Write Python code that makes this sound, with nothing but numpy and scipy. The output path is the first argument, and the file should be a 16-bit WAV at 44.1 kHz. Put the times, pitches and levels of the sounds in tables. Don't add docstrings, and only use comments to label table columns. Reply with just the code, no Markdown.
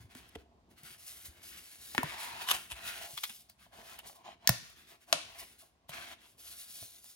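import sys
import numpy as np
from scipy import signal
from scipy.fft import rfft, irfft, next_fast_len
from scipy.io import wavfile
from scipy.ndimage import uniform_filter1d, map_coordinates

SR = 44100
rng = np.random.default_rng(int(sys.argv[2]) if len(sys.argv) > 2 else 0)


def store_pcm(level_fs):
    pcm = np.round(np.clip(level_fs, -1, 1) * 32767).astype(np.int16)
    wavfile.write(sys.argv[1], SR, np.atleast_2d(pcm).T)


N = 315315

# t/s, relative level/dB
GRIP = [(0.0, -72), (0.2, -68), (1.75, -72), (2.09, -67.5), (3.03, -73), (3.36, -76), (4.32, -74),
        (4.5, -69), (4.88, -77.5), (5.14, -75), (5.26, -68), (5.67, -79.5), (6.01, -70.5), (7.15, -80.5)]
# f/Hz, relative level/dB per Hz
EDGE_SPECTRUM = [(200, -20.5), (550, -17.5), (1030, -1.5), (1450, -6.5), (2000, -3.5), (2550, -5.5),
                 (3050, 3), (4000, -2.5), (5000, -10.5), (8000, -12.5), (12000, -8), (16000, -22)]
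# f/Hz, relative level/dB per Hz
LID_KNOCK = [(150, -22.5), (400, -1.5), (700, -19.5), (950, -1.5), (1700, 2.5), (2300, -3.5), (4000, -12),
             (7000, -22.5), (16000, -27.5)]
FIRST_TAB = [(100, -32.5), (230, -9), (450, -35), (650, -14), (1000, -0.5), (1350, -11.5), (1750, 4),
             (2400, -8.5), (3300, 0), (5000, 2.5), (6200, 6.5), (7800, -7.5), (15000, 0)]
SECOND_TAB = [(200, -8.5), (450, -15), (660, 1.5), (1000, 4.5), (1900, 1), (2400, -2), (3300, -2),
              (5700, 1), (8500, -6.5), (12500, -1), (14800, 5), (16500, -2)]
END_FLAP = [(120, -38), (300, -14), (480, -21), (640, -2), (1150, -1.5), (1700, -6), (2200, -7), (2900, -4),
            (5000, -4.5), (8000, -13), (11000, -12), (16000, -33)]


def amp(db):
    return 10 ** (np.asarray(db) / 20)


def unit(x):
    return x / np.sqrt(np.mean(x ** 2) + 1e-20)


def along(points, hz):
    f, v = np.transpose(points)
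    return np.interp(np.log(hz + 1), np.log(f), v)


def gains(rows):
    s, *columns = np.transpose(rows)
    t = np.arange(N) / SR
    outside = np.abs(t - np.clip(t, s[0], s[-1]))
    fade = np.exp(-outside / 0.015)
    return np.array([amp(np.interp(t, s, column)) * fade for column in columns])


def wobble(rate):
    knots = rng.standard_normal(int(N * rate / SR) + 4)
    return map_coordinates(knots, [np.arange(N) * rate / SR])


def filtered(x, response):
    n = x.shape[-1]
    m = next_fast_len(n + 4096)
    hz = np.fft.rfftfreq(m, 1 / SR)
    return irfft(rfft(x, m) * response(hz), m)[..., :n]


def add(track, s, sound):
    part = track[..., max(round(s * SR), 0):]
    part[..., :sound.shape[-1]] += sound[..., :part.shape[-1]]


def treble(hz):
    return hz ** 2 / (hz ** 2 + 4000 ** 2)


def air():
    # f/Hz, relative level/dB per Hz
    quiet_spectrum = [(20, -1.5), (70, -3.5), (200, -16.5), (700, -7.5), (1500, -12), (5000, -17.5),
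                      (16000, -35)]
    noise = rng.standard_normal((2, N))
    return unit(filtered(noise, lambda hz: amp(along(quiet_spectrum, hz))))


def room(x):
    # f/Hz, t60/s
    decay = [(100, 0.69), (500, 0.23), (2500, 0.54), (6000, 0.52), (15000, 0.28)]
    # f/Hz, level/dB
    wet_colour = [(60, -14), (125, -4.5), (250, 1), (400, 8.5), (650, -2.5), (1000, -5.5), (2500, -2.5),
                  (6000, -7), (10000, -3), (16000, -18)]
    hz, t, z = signal.stft(rng.standard_normal((2, SR * 3 // 4)), SR, nperseg=256)
    dying = np.exp(-np.log(1000) * t / along(decay, hz)[:, None])
    tail = signal.istft(z * dying, SR, nperseg=256)[1]
    t = np.arange(tail.shape[1]) / SR
    onset = 1 - np.exp(-t / 0.00054)
    near_walls = 1 + 0.91 * np.exp(-t / 0.013)
    tail = tail * onset * near_walls
    wet = signal.fftconvolve(x, tail / np.linalg.norm(tail[0]), axes=1)[:, :N]
    return filtered(wet, lambda hz: amp(along(wet_colour, hz)))


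def table_echo(x, delay_s=.00245, echo_db=-9):
    return filtered(x, lambda hz: 1 - amp(echo_db) * np.exp(-2j * np.pi * hz * delay_s))


def placed(x):
    # f/Hz, left lead/rad
    port_phase = [(60, 0.3), (380, 0.16), (700, 0.93), (1150, 1.53), (1800, 1.03), (2700, 2), (3800, 1.5),
                  (5500, 1.22), (10000, 1.6), (15000, 1.9)]
    # f/Hz, left minus right level/dB
    port_balance = [(150, 0.5), (700, -0.5), (1150, 1.5), (1800, 1), (2700, 1), (3800, 5.5), (5500, 1),
                    (10000, 0)]
    sides = np.array([[.5], [-.5]])

    def ports(hz):
        level = amp(sides * along(port_balance, hz))
        return level * np.exp(1j * sides * along(port_phase, hz))

    return filtered(x, ports)


def shifting(x, depth_db):
    z = signal.stft(x, nperseg=1024)[2]
    field = uniform_filter1d(rng.standard_normal(z.shape[1:]), size=5, axis=0)
    field = uniform_filter1d(field, size=16, axis=1)
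    return signal.istft(z * amp(depth_db * unit(field)), nperseg=1024)[1][:, :N]


def friction(spectrum, density, spread_db, direct):
    happens = rng.random((3, N)) < density / SR
    size = rng.standard_normal((3, N)) * amp(spread_db * rng.standard_normal((3, N)))
    slips = happens * size
    share = np.clip(direct, 0, 1)
    pair = np.sqrt(share) * placed(slips[0]) + np.sqrt(1 - share) * slips[1:]
    pair = shifting(pair, depth_db=2.2)
    return unit(filtered(pair, lambda hz: amp(along(spectrum, hz))))


def panels(card):
    # t/s, f/Hz, level/dB
    thumps = [(.002, 105, -49), (0.044, 103, -47.5), (.155, 254, -43), (0.358, 300, -40.5),
              (.358, 443, -36.5), (0.366, 73, -47), (0.832, 148, -51.5), (1.283, 74.6, -46),
              (1.950, 850, -31.5), (1.986, 268, -27), (2.031, 982, -23.5), (2.037, 148, -32.5),
              (2.72, 63, -43), (3.133, 136, -52), (3.3, 217, -56.5), (4.492, 181, -30), (4.496, 126, -22),
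              (5.128, 770, -22.5), (5.147, 167, -46.5), (5.895, 148, -47.5), (6.819, 106, -49),
              (6.827, 259, -58)]
    # f/Hz, relative level/dB per Hz
    rumble_spectrum = [(20, -27), (40, -6.5), (70, 3), (130, -7), (270, -6.5), (450, -13), (1000, -20.5),
                       (3000, -74)]
    out, t = np.zeros(N), np.arange(SR // 2) / SR
    for s, hz, db in thumps:
        t60_s = 0.105 * (100 / hz) ** 0.61
        decay = np.exp(-np.log(1000) * t / t60_s)
        onset = 1 - np.exp(-t / 0.00026)
        add(out, s, amp(db) * np.sin(2 * np.pi * hz * t) * decay * onset)
    holding = amp(1.5) * gains(GRIP)[0]
    dragging = amp(-18.5) * card
    unsteady = amp(2.2 * wobble(14))
    rumble = friction(rumble_spectrum, density=1800, spread_db=1, direct=0.97)
    return placed(out) + np.hypot(holding, dragging) * unsteady * rumble


def strokes(rows, attack_s, release_s, arch_db):
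    t, power = np.arange(0, N, 32) / SR, 0
    for start, end, db, swell_db in rows:
        way = np.clip((t - start) / max(end - start, attack_s), 0, 1) - .5
        rise = .5 + .5 * np.tanh(2 * (t - start) / attack_s)
        fall = np.exp(-np.maximum(t - end, 0) / release_s)
        level = amp(db + swell_db * way - arch_db * (2 * way) ** 2)
        power = power + (rise * fall * level) ** 2
    return np.interp(np.arange(N) / SR, t, np.sqrt(power))


def contact():
    # start/s, end/s, relative hiss/dB, rasp drive re hiss drive/dB
    slides = [(0.0, 0.023, -65, 4.5), (0.15, 0.194, -59.5, -0.5), (0.703, 0.709, -67.5, -0.5),
              (0.77, 0.808, -62.5, 2.5), (0.837, 0.93, -54.5, -0.5), (0.984, 1.246, -54, -9),
              (1.054, 1.107, -49.5, -22), (1.246, 1.255, -47, -8.5), (1.427, 1.518, -51, -10),
              (1.54, 1.82, -56, -6.5), (1.808, 2.01, -51, -10.5), (2.185, 2.255, -47, -7.5),
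              (2.41, 2.427, -47.5, 4), (2.846, 2.907, -45, 3), (2.94, 3.326, -51, -13),
              (3.32, 3.412, -57.5, -21), (3.591, 3.648, -65, 2.5), (3.85, 3.93, -55.5, 1),
              (4.062, 4.088, -49.5, -22.5), (4.147, 4.164, -61.5, -8), (4.756, 4.838, -64, 5.5),
              (4.87, 4.927, -62.5, 3), (5.378, 5.411, -48, -14.5), (5.44, 5.537, -60.5, -2.5),
              (5.578, 5.635, -59, -7), (6.202, 6.322, -66, -3.5), (6.386, 6.694, -53, -11.5),
              (6.444, 6.53, -52.5, -10), (6.571, 6.617, -50, -31), (6.699, 6.869, -49, -16.5),
              (6.89, 6.99, -56.5, -12.5), (7.02, 7.132, -56, -16.5)]
    # start/s, end/s, relative rasp/dB,
    # swell over the stroke/dB, hiss drive re rasp drive/dB, hollow ring drive re rasp drive/dB
    rubs = [(0.103, 0.42, -64, -9.5, -8.5, -13), (1.263, 1.443, -65.5, 8, -3.5, -7),
            (1.514, 1.594, -55.5, -1, 0, -39), (2.028, 2.455, -47, -2.5, -7.5, -14.5),
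            (2.522, 2.71, -52.5, -24, 0, -14.5), (2.757, 3.065, -48.5, 1.5, -7, -8),
            (3.05, 3.14, -69.5, -8, -6, 9), (3.73, 3.817, -56.5, 2, -5.5, 2),
            (3.83, 3.961, -58.5, 1, -2.5, 0), (4.04, 4.097, -60, -10.5, -9.5, 2),
            (4.125, 4.218, -72, 12.5, -13.5, 6.5), (4.247, 4.335, -55, -7, -17.5, -0.5),
            (4.397, 4.475, -64.5, 15, -15, 2), (4.63, 4.733, -60.5, -1.5, -4, -12),
            (4.90, 4.955, -66, 2.5, -6.5, 3), (5.01, 5.043, -66.5, -4, 1.5, -13),
            (5.078, 5.13, -62.5, 0.5, 1.5, 5), (5.19, 5.433, -61.5, 16.5, -4, 0),
            (5.629, 5.649, -72.5, -10, 2, 12.5), (5.917, 6.133, -48, -3, -8, -10.5),
            (6.172, 6.258, -64, 7, -18, -12)]
    slide = lambda rows: strokes(rows, attack_s=0.025, release_s=0.033, arch_db=2.5)
    rub = lambda rows: strokes(rows, attack_s=0.026, release_s=0.015, arch_db=0.5)
    sliding = slide([(a, b, db, 0) for a, b, db, rasp in slides])
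    sliding_rasp = slide([(a, b, db + rasp, 0) for a, b, db, rasp in slides])
    rub_hiss = rub([(a, b, db + hiss, swell) for a, b, db, swell, hiss, ring in rubs])
    rub_rasp = rub([row[:4] for row in rubs])
    rub_ring = rub([(a, b, db + ring, swell) for a, b, db, swell, hiss, ring in rubs])
    skin = np.hypot(sliding, rub_hiss)
    card = np.hypot(sliding_rasp, rub_rasp)
    hollow = np.hypot(amp(-26) * sliding, rub_ring)
    return skin, card, hollow


def rubbing(skin, card, hollow):
    # t/s, relative level/dB
    lid_brush = [(2.08, -82), (2.126, -53.5), (2.416, -56), (2.554, -51.5), (2.68, -93)]
    # f/Hz, relative level/dB per Hz
    skin_spectrum = [(1000, -20), (2500, 1.5), (4200, 6), (6500, 4.5), (8200, 3), (10000, 9), (13000, 4),
                     (15000, 5)]
    card_spectrum = [(300, -29.5), (600, -11), (1080, -4.5), (1400, 1.5), (1950, 0.5), (2350, 1),
                     (3000, 0.5), (4000, -5), (7000, -14), (16000, -41.5)]
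    hollow_spectrum = [(150, -17.5), (300, -13.5), (520, -14.5), (610, -5.5), (680, 3), (760, -5.5),
                       (880, -8), (1100, -4.5), (1400, -34), (4000, -57)]
    flap_spectrum = [(400, -39), (750, -6.5), (960, 5), (1200, -7.5), (2500, -19.5), (6000, -47)]
    pressure = amp(1.2 * wobble(50))
    hiss = amp(1.82) * skin * friction(skin_spectrum, density=12000, spread_db=-0.5, direct=1.0)
    rasp = amp(-0.38) * card * friction(card_spectrum, density=4000, spread_db=1, direct=.45)
    stutter = amp(1.2 * wobble(35))
    stirring = np.hypot(amp(-1.0) * hollow, amp(-6.5) * gains(GRIP)[0])
    ring = stutter * stirring * friction(hollow_spectrum, density=990, spread_db=-1.5, direct=0.65)
    brushing = friction(flap_spectrum, density=4000, spread_db=2, direct=.3)
    flaps = amp(3.0) * gains(lid_brush)[0] * brushing
    return pressure * (hiss + rasp + ring + flaps)


def scrapes():
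    # t/s, level/dB, rise time constant/s, decay time constant/s, treble/dB, pitch ratio of the edge's ring
    catches = [(0.294, -68.5, 0.005, 0.0024, 22.5, 1), (0.357, -35, 0.0027, 0.0021, -9.5, 0.92),
               (2.49, -31, 0.01, 0.01, 1.5, 1.01), (2.515, -22.5, 0.0096, 0.0044, 3, 0.96),
               (2.548, -37.5, 0.014, 0.0214, 3.5, 0.84), (2.718, -38.5, 0.009, 0.013, 4, 0.9),
               (3.179, -34, 0.0041, 0.0067, -2, 1.08), (3.237, -30.5, 0.0021, 0.01, 1.5, 1.12),
               (3.298, -45.5, 0.0039, 0.013, 7.5, 0.87), (3.497, -63, 0.0046, 0.015, 7, 1.42),
               (3.996, -42, 0.0094, 0.0076, -8, 0.97), (5.896, -47, 0.0038, 0.01, 7.5, 1.06)]
    t, out = np.arange(N) / SR, np.zeros((2, N))
    unevenness = amp(1.8 * wobble(450))
    chatter = unevenness * friction(EDGE_SPECTRUM, density=2800, spread_db=-0.5, direct=.55)
    for s, db, rise, fall, treble_db, pitch in catches:
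        near = np.abs(t - s) < .2
        time_constant = np.where(t[near] < s, rise, fall)
        swell = amp(db) * np.exp(-np.abs(t[near] - s) / time_constant)

        def colour(hz):
            repitched_db = along(EDGE_SPECTRUM, hz / pitch) - along(EDGE_SPECTRUM, hz)
            return amp(treble_db * treble(hz) + repitched_db)

        out[:, near] += filtered(chatter[:, near] * swell, colour)
    return out


def box(hz):
    # f/Hz, width/Hz, relative level/dB
    resonances = [(700, 220, 4.5), (1018, 1400, -11.5), (1630, 100, -15), (3090, 140, -13.5)]
    total = 0
    for k, (centre, width, db) in enumerate(resonances):
        resonance = 1j * hz * width / (centre * centre - hz * hz + 1j * hz * width)
        total = total + (-1) ** k * amp(db) * resonance
    return total


def crack(length_s, colour, apart=0.35, size=4096):
    t, hz = np.arange(size) / SR, np.fft.rfftfreq(size, 1 / SR)
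    noise = rng.standard_normal(size) + apart * rng.standard_normal((2, size))
    burst = rfft(noise * t * np.exp(-2 * t / length_s))
    cepstrum = irfft(along(colour, hz) * np.log(10) / 20)
    cepstrum[1:size // 2] *= 2
    cepstrum[size // 2 + 1:] = 0
    flat = burst / (np.abs(burst) + 1e-20) ** .7
    ring = irfft(flat * np.exp(rfft(cepstrum)))[:, :size // 2]
    return unit(ring) / np.sqrt(size // 2)


def taps():
    # t/s, strength/dB, treble/dB, relative box ring/dB
    contacts = [(.150, -21, -6, -22), (.358, -20, -44, 0), (0.833, -43.5, 20.5, -10),
                (1.948, -4, -14.5, -35), (2.031, -14, 2, 9.5), (2.414, -26, -2, 5.5),
                (2.713, -15.5, -25, -7.5), (3.497, -37.5, 13.5, 2), (3.663, -42.5, -13, 15.5),
                (3.989, -27.5, 10, -4), (4.096, -33.5, -17.5, 18.5), (4.128, -29.5, -8, -6),
                (4.699, -39, 7, 5.5), (5.892, -24, -3.5, 8.5), (5.944, -35, -7, -17), (6.38, -39, 1, -14),
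                (6.826, -25, -15, 6), (7.042, -37, 13, 1)]
    # f/Hz, relative level/dB per Hz
    tick_colour = [(100, -14.5), (500, -11.5), (1400, -7.5), (3200, -6.5), (6000, -12.5), (16000, -7)]
    out = np.zeros((2, N))
    for s, db, treble_db, ring_db in contacts:
        tick = crack(0.0022, tick_colour)
        response = lambda hz: amp(treble_db * treble(hz)) + 2 * amp(ring_db) * box(hz)
        add(out, s, amp(db) * filtered(tick, response))
    return out


def snaps():
    # t/s, strength/dB, crack length/s, relative box ring/dB, colour
    closures = [(1.98, 1.5, 0.00033, -6.5, LID_KNOCK), (4.4738, 8, 0.00098, -24.5, FIRST_TAB),
                (4.4918, 6.5, 0.0015, -12.5, SECOND_TAB), (5.1271, 6, 0.0015, -8.5, END_FLAP)]
    out = np.zeros((2, N))
    for s, db, length_s, ring_db, colour in closures:
        snap = crack(length_s, colour)
        add(out, s, amp(db) * filtered(snap, lambda hz: 1 + 2 * amp(ring_db) * box(hz)))
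    return out


def scene():
    clicks = placed(table_echo(snaps() + taps()))
    skin, card, hollow = contact()
    scraping = scrapes()
    rubs = rubbing(skin, card, hollow)
    thumps = panels(card)
    to_room = amp(-3.5) * clicks + amp(-13.5) * scraping + amp(-9) * rubs + amp(-11.5) * thumps
    return clicks + scraping + rubs + thumps + room(to_room) + amp(-77.0) * air()


def record(dry):
    top_hz = 16300
    lean = signal.sosfilt(signal.butter(4, 44, "highpass", fs=SR, output="sos"), dry)
    rounded = lean / (1 + np.abs(lean / .85) ** 6) ** (1 / 6)
    return filtered(rounded, lambda hz: 1 / np.sqrt(1 + (hz / top_hz) ** 160))


dry = scene()
out = record(dry)
store_pcm(out)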